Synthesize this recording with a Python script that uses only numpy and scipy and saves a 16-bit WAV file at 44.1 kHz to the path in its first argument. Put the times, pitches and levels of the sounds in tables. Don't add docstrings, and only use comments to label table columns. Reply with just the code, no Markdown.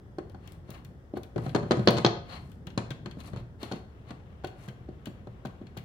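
import sys
import numpy as np
from scipy import signal
from scipy.fft import rfft, irfft
from scipy.io import wavfile
from scipy.ndimage import uniform_filter1d

SR = 44100
rng = np.random.default_rng(int(sys.argv[2]) if len(sys.argv) > 2 else 0)


def unload_wav(signal):
    wavfile.write(
        sys.argv[1],
        SR,
        np.round(np.clip(np.atleast_2d(signal).T, -1, 1) * 32767).astype(np.int16),
    )


N = 257544

# (frequency [Hz], relative spectral level [dB])
ROOM_TONE = [(20, -32.5), (33, -16), (45, -8), (75, -0.5), (130, -6.5), (200, -22.5), (370, -17),
             (600, -23.5), (1000, -31), (1900, -35), (2400, -46.5), (3400, -44), (4300, -59.5),
             (5000, -50.5), (8000, -56.5), (16000, -61.5)]
# (frequency [Hz], relative band level [dB], t60 [s])
ROOM_ECHO = [(98.3, -8.5, 0.94), (291.8, -7.5, 0.15), (460, -5, 0.56), (731, -7, 0.42), (1500, -7.5, 0.54),
             (4000, -10, 0.43), (8260, -8.5, 0.32), (16000, -11, 0.27)]
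# (frequency [Hz], side against mid [dB], left minus right [dB])
MIC_IMAGE = [(59.4, -14, 0.5), (149, -15, 1.5), (338, -10, 1.5), (650, -4.5, 1.5), (1050, 0, 2),
             (2400, 3, 4.5), (4200, -2, 3), (6760, 2.5, 5), (13900, -2, 3)]
# (frequency [Hz], level [dB], t60 [s])
PANEL_MODES = [(119.3, -4, 0.2), (150.3, -8.5, 0.24), (182.4, -3.5, 0.15), (214.4, -4.5, 0.11),
               (347.8, 1.5, 0.1), (498, -7.5, 0.22), (578, -5, 0.3), (679, -6, 0.33), (753.3, -9.5, 0.24),
               (932, -11.5, 0.24), (1035, -11.5, 0.22), (1231, -3, 0.097), (3348, -4, 0.03),
               (4178, -2.5, 0.022)]
# (frequency [Hz], level [dB], t60 [s])
GRAIN_RING = [(98, -10.5, 0.12), (194, -3.5, 0.04), (330, 2, 0.042), (464, -2, 0.055), (810, 2, 0.058),
              (1330, -3.5, 0.043), (2100, -13.5, 0.11), (3490, -11.5, 0.033), (4440, -20, 0.041),
              (4700, -21.5, 0.042), (6580, -18.5, 0.02), (11070, -32.5, 0.039), (15650, -29.5, 0.015)]
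# (frequency [Hz], level [dB], t60 [s])
STRIP_MODES = [(369, 0.5, 0.046), (597, -5, 0.04), (761.5, -4, 0.046), (1067, -12, 0.037),
               (1490, -5.5, 0.026), (2340, -10, 0.0074)]
# (frequency [Hz], level [dB], t60 [s])
BLADE_MODES = [(1586, -2.5, .04), (2577, -6, .025), (3325, 1, .025), (4280, 0.5, 0.015)]
# (hardness [0-1], clack level [dB], snap level [dB]), both relative
CONTACT = [(0, -22.5, -38), (0.301, -8.5, -23.5), (0.552, -6.5, -22.5), (1, -3.5, -2)]
# (time [s], level [dB])
SHIFT_LEVELS = [(0, -53.5), (.9, -48.5), (1.05, -58), (1.33, -54), (1.39, -40), (2.1, -45), (2.22, -48),
                (3.302, -47), (3.37, -45), (3.458, -54), (5.84, -51)]
# (middle time [s], length [s], level [dB], relative hiss level [dB])
SCRAPES = [(0.494, 0.1, -58, -21), (0.74, 0.08, -52.5, -21), (1.172, 0.019, -49.5, -19),
           (1.452, 0.1, -54, -14), (1.775, 0.31, -57, -20), (1.925, 0.11, -52, -12),
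           (2.336, 0.074, -44, -23), (2.488, 0.1, -67, -6.5), (3.207, 0.024, -51, -14),
           (3.268, 0.041, -50, -11.5), (3.375, 0.054, -51, -22), (3.631, 0.033, -48.5, -14),
           (3.72, 0.099, -50, -19.5), (4.096, 0.035, -53, -21.5), (4.641, 0.075, -57.5, -9)]
# (time [s], level [dB], brightness [dB])
TICKS = [(0.297, -62.5, -7), (0.475, -54, -5), (0.521, -68, 9), (0.705, -62, 9.5), (.848, -57, -4),
         (1.174, -60, -1), (1.233, -54, -5), (1.493, -49, -16), (1.907, -39.5, -5.5), (1.968, -38, -30),
         (2.517, -60.5, -6.5), (2.669, -46.5, -15), (2.702, -55, -22), (2.905, -40.5, -17.5),
         (2.913, -52.5, -18), (3.059, -48, -31), (3.111, -51, -16), (3.203, -52.5, -10), (3.255, -66, -18),
         (3.371, -57, -25), (3.63, -49, -8), (4.446, -44, -15), (4.472, -51.5, -8.5), (4.685, -48, -13.5),
         (5.057, -46, -8.5), (5.068, -53, -16), (5.456, -49.5, -11), (5.668, -58.5, -24.5),
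         (5.773, -45, -9.5)]
# (time [s], level [dB], pitch [Hz], hardness [0-1], loose strip's share [0-1])
KNOCKS = [(0.183, -32.5, 380, 0.32, 0.59), (.345, -42.5, 243, 0.31, 0.67), (0.69, -42, 150, 0.18, 0.12),
          (1.136, -32.5, 264, 0, 0.5), (1.169, -34, 316, 0.52, 0.74), (1.359, -29, 265, 0.17, 0.25),
          (1.378, -33.5, 158, 0.45, 0.2), (1.462, -30, 215, 0.21, 0.25), (1.628, -31.5, 211, 0.13, 0.01),
          (1.769, -27, 195, 0.18, 0.04), (1.792, -26, 205, 0.15, 0.05), (1.945, -29, 206.4, 0, 0.27),
          (1.974, -34.5, 241.5, 0.8, .1), (1.982, -28.5, 210, .75, 0.1), (2.67, -41.5, 130, 0.3, 0),
          (2.776, -27.5, 191, 0.76, 0.2), (2.906, -35, 168, 0.2, 0), (3.057, -39, 205, 0.68, 0.09),
          (3.169, -41, 208, 0.06, 0.03), (3.332, -34.5, 134, 0.16, 0.02), (3.36, -41.5, 136, 0.6, 0),
          (3.394, -39, 140, 0, 0), (3.629, -38.5, 199, 0.87, 0.44), (3.713, -34.5, 270, 0.68, 0.76),
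          (3.72, -36, 298, 0.87, 0.6), (3.733, -35.5, 210, 0.13, 0.2), (4.105, -39.5, 180, 0.68, 0.18),
          (4.436, -42.5, 219, 0.3, 0.2), (4.443, -32, 260, 0.84, 0.99), (4.677, -39, 186, 0.19, 0.04),
          (4.887, -39, 190, 0.11, 0.37), (5.069, -36, 207, 0.23, 0.2), (5.27, -39.5, 181, 0.2, 0.43),
          (5.45, -35, 193, 0.43, 0.4), (5.613, -41, 218, 0, 0.3), (5.767, -39.5, 166, 0.37, 0.16)]
# (time [s], level [dB], pitch [Hz], hardness [0-1], second split's delay [s], its relative level [dB])
CRACKS = [(1.548, -23, 300, 0.62, 0.011, -3), (1.709, -21.5, 323, 0.67, 0.0084, -1.5),
          (1.874, -16.5, 288, 0.8, .0105, -4), (2.0475, -19.5, 280, 0.83, 0.015, -2.5)]

RING_S, TICK_S = .3, .06


def undb(db):
    return 10 ** (np.asarray(db) / 20)


def at(hz, table, axis=1):
    table = np.array(table, float)
    return np.interp(np.log(np.maximum(hz, 1)), np.log(table[:, 0]), table[:, axis])


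def band(x, lo_hz, hi_hz, order=3):
    sos = signal.butter(order, [lo_hz, min(hi_hz, SR / 2 - 100)], "band", fs=SR, output="sos")
    return signal.sosfilt(sos, x)


def resonance(x, hz, width_hz):
    return signal.lfilter(*signal.iirpeak(hz, hz / width_hz, fs=SR), x)


def unit(x):
    return x / np.sqrt(np.mean(x ** 2))


def burst(x, db):
    return x * undb(db) * np.sqrt(2 * .02 * SR / np.sum(x ** 2))


def onset(x, rise_s):
    return x * (1 - np.exp(-(np.arange(x.shape[1]) / (rise_s * SR)) ** 2))


def add(out, s, x):
    i = max(int(s * SR), 0)
    out[:, i:i + x.shape[1]] += x[:, :max(N - i, 0)]


def leftward(x, db):
    return x * undb(np.array([[db], [-db]]) / 2)


def mic_pair(x):
    size = x.shape[1]
    hz = np.fft.rfftfreq(size, 1 / SR)
    mid, side = rfft(x)
    share, sign = undb(at(hz, MIC_IMAGE)), np.array([[1], [-1]])
    spread = (mid + sign * share * side) / np.hypot(1, share)
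    return irfft(spread * undb(sign * at(hz, MIC_IMAGE, axis=2) / 2), size)


def stereo_noise(size):
    return mic_pair(rng.standard_normal((2, size)))


def tail(table, length_s, even=False):
    t = np.arange(int(length_s * SR)) / SR
    hz = np.fft.rfftfreq(len(t), 1 / SR)
    spectrum = rfft(stereo_noise(len(t))) * undb(at(hz, table))
    centres = np.geomspace(60, 16000, 17)
    out = 0
    for centre, pick in zip(centres, np.eye(len(centres))):
        noise = irfft(spectrum * np.interp(hz, centres, pick), len(t))
        fade = np.exp(-np.log(1000) * t / at(centre, table, axis=2))
        out = out + noise * fade / (np.linalg.norm(fade) if even else 1)
    return out


def ring_modes(table, scatter_db, detune, length_s):
    t = np.arange(int(length_s * SR)) / SR
    hz, db, t60 = np.array(table, float).T[:, :, None]
    weight, shift, polarity, lag = rng.standard_normal((len(table), 4)).T[:, :, None]
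    swing = np.sign(polarity) * undb(db + scatter_db * weight) * np.exp(-np.log(1000) * t / t60)
    phase = 2 * np.pi * hz * (1 + detune * shift) * t
    apart = lag * undb(at(hz, MIC_IMAGE)) * 0.5
    lean_db = at(hz, MIC_IMAGE, axis=2) / 2
    mics = [swing * undb(side * lean_db) * np.sin(phase + side * apart) for side in (1, -1)]
    return np.sum(mics, axis=1)


def room_tone(level_db=-49.5):
    spectrum = rfft(stereo_noise(N)) * undb(at(np.fft.rfftfreq(N, 1 / SR), ROOM_TONE))
    return unit(irfft(spectrum, N)) * undb(level_db)


def room_echo(direct):
    return sum(signal.oaconvolve(side[None], tail(ROOM_ECHO, 1.0, even=True), axes=1)[:, :N]
               for side in direct)


def shifting(trim_db=-1):
    s, db = np.transpose(SHIFT_LEVELS)
    mutter = unit(band(stereo_noise(N), 69, 215, order=2))
    return mutter * undb(np.interp(np.arange(N) / SR, s, db) + trim_db)


def panel_ring(modes_db):
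    modes = ring_modes(PANEL_MODES, scatter_db=2, detune=.022, length_s=RING_S)
    return undb(modes_db) * modes + tail(GRAIN_RING, RING_S)


def sing(x, db):
    return x + undb(db) * resonance(x, hz=4330, width_hz=330)


def scrapes(slips_per_s=170, spread_db=7, rasp_db=-2, spots=4, rest_from_s=3.9, rest_db=-67.5):
    t = np.arange(N) / SR
    slipping = rng.random((spots, N)) < slips_per_s / SR
    slips = slipping * undb(spread_db * np.minimum(rng.standard_normal((spots, N)), 1))
    wood = sum(signal.oaconvolve(spot[None], onset(panel_ring(modes_db=-44.5), .0048), axes=1)[:, :N]
               for spot in slips)
    rub = unit(band(wood, 600, 8000, order=1))
    slip_power = uniform_filter1d(np.sum(slips ** 2, axis=0), 60)
    grit = np.sqrt(np.abs(slip_power) + .003)
    hiss = unit(band(stereo_noise(N) * grit, 4100, 12000, order=2))
    out = 0
    for s, length_s, db, hiss_db in SCRAPES:
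        rasp = unit(sing(rub, np.interp(db, [-55, -47], [3, 14])))
        stroke = np.exp(-2 * ((t - s) / length_s) ** 2)
        out = out + stroke * (rasp * undb(db + rasp_db) + hiss * undb(db + hiss_db))
    resting = rub * undb(rest_db) * (t > rest_from_s)
    return leftward(out + resting, db=4)


def tick(db, bright_db, slip_s=.0005):
    steel = ring_modes(BLADE_MODES, scatter_db=4, detune=.035, length_s=TICK_S)
    t = np.arange(steel.shape[1]) / SR
    click = band(tail(GRAIN_RING, TICK_S), 2000, 7400, order=2)
    body = onset(burst(steel, db - 9) + burst(click, db - 5), rise_s=.00088)
    scratch = leftward(stereo_noise(len(t)) * t * np.exp(-t / slip_s), db=10)
    scratch = band(scratch, 3800, 21000, order=2)
    return leftward(body, db=5) + burst(scratch, db + bright_db - 1)


def ticks(crumb_db=-15, mean_gap_s=.005, crumbs=3):
    out = np.zeros((2, N))
    for s, db, bright_db in TICKS:
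        add(out, s, tick(db, bright_db))
        delays = np.cumsum(rng.exponential(mean_gap_s, crumbs))
        for delay, size in zip(delays, rng.standard_normal(crumbs)):
            add(out, s + delay, tick(db + crumb_db, bright_db) * size)
    return out


def strip_ring(hardness, soft_hz=560, opens_hz=5500):
    ring = ring_modes(STRIP_MODES, scatter_db=1.2, detune=.012, length_s=RING_S)
    return band(ring, 150, soft_hz + opens_hz * hardness ** 2, order=2)


def blow(db, hz, hardness, strip_share, thump_db=1.5):
    grades, clacks, snaps = np.transpose(CONTACT)
    clack_db = db + np.interp(hardness, grades, clacks)
    snap_db = db + np.interp(hardness, grades, snaps)
    force = np.interp(snap_db, [-48, -30], [0, 1])
    modes_db = np.interp(force, [0, 1], [-28, -22])
    rise_s = np.interp(force, [0, 1], [.0016, .000043])
    snap_top_hz = np.interp(force, [0, 1], [13000, 5100])
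    left_db = np.interp(force, [0, 1], [5.5, -3])
    ring = onset(panel_ring(modes_db), rise_s)
    strip = burst(onset(strip_ring(hardness), rise_s), db - 1.5)
    low_ring = burst(band(ring, hz / 2.29, hz * 1.242, order=2), db)
    impulse = np.ones((2, 1)) * signal.unit_impulse(ring.shape[1])
    shove = burst(band(impulse, hz / 2, hz * 2, order=2), db)
    shove_share = .45 * force
    thump = np.sqrt(shove_share) * shove + np.sqrt(1 - shove_share) * low_ring
    clack_top_hz = np.interp(snap_db - clack_db, [-20, -8], [1200, 2300])
    clack = band(ring, 561, clack_top_hz)
    snap = leftward(sing(band(ring, 3100, snap_top_hz, order=2), db=-2), left_db)
    panel = thump * undb(thump_db) + burst(clack, clack_db + .5) + burst(snap, snap_db + 1)
    return np.sqrt(1 - strip_share) * panel + np.sqrt(strip_share) * strip


def knocks():
    out = np.zeros((2, N))
    for s, db, hz, hardness, strip_share in KNOCKS:
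        add(out, s, blow(db, hz, hardness, strip_share))
    return out


def fibres(db, hardness, mean_delay_s=.003, spread_db=5, count=14):
    clicks = np.zeros((2, int(RING_S * SR)))
    when = np.minimum(rng.exponential(mean_delay_s, count) * SR, clicks.shape[1] - 1).astype(int)
    clicks[:, when] = rng.choice([-1, 1], count) * undb(spread_db * rng.standard_normal((2, count)))
    grades, _, snaps = np.transpose(CONTACT)
    snap_db = db + np.interp(hardness, grades, snaps)
    return burst(band(clicks, 2600, 6200, order=4), snap_db - 8)


def cracks(strip_share=.14):
    out = np.zeros((2, N))
    for s, db, hz, hardness, split_s, split_db in CRACKS:
        add(out, s, blow(db, hz, hardness, strip_share) + fibres(db, hardness))
        split = blow(db + split_db, hz, hardness, strip_share, thump_db=-4.5)
        add(out, s + split_s, split + fibres(db + split_db, hardness))
    return out


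def scene():
    out = cracks() + knocks() + ticks() + scrapes()
    add(out, .008, room_echo(out) * undb(-3))
    return out + shifting() + room_tone()


def record(dry):
    presence_db, top_hz = 5.5, 16000
    presence = (undb(presence_db) - 1) * resonance(dry, hz=4300, width_hz=700)
    return signal.sosfilt(signal.ellip(8, .2, 70, top_hz, fs=SR, output="sos"), dry + presence)


dry = scene()
out = record(dry)
unload_wav(out)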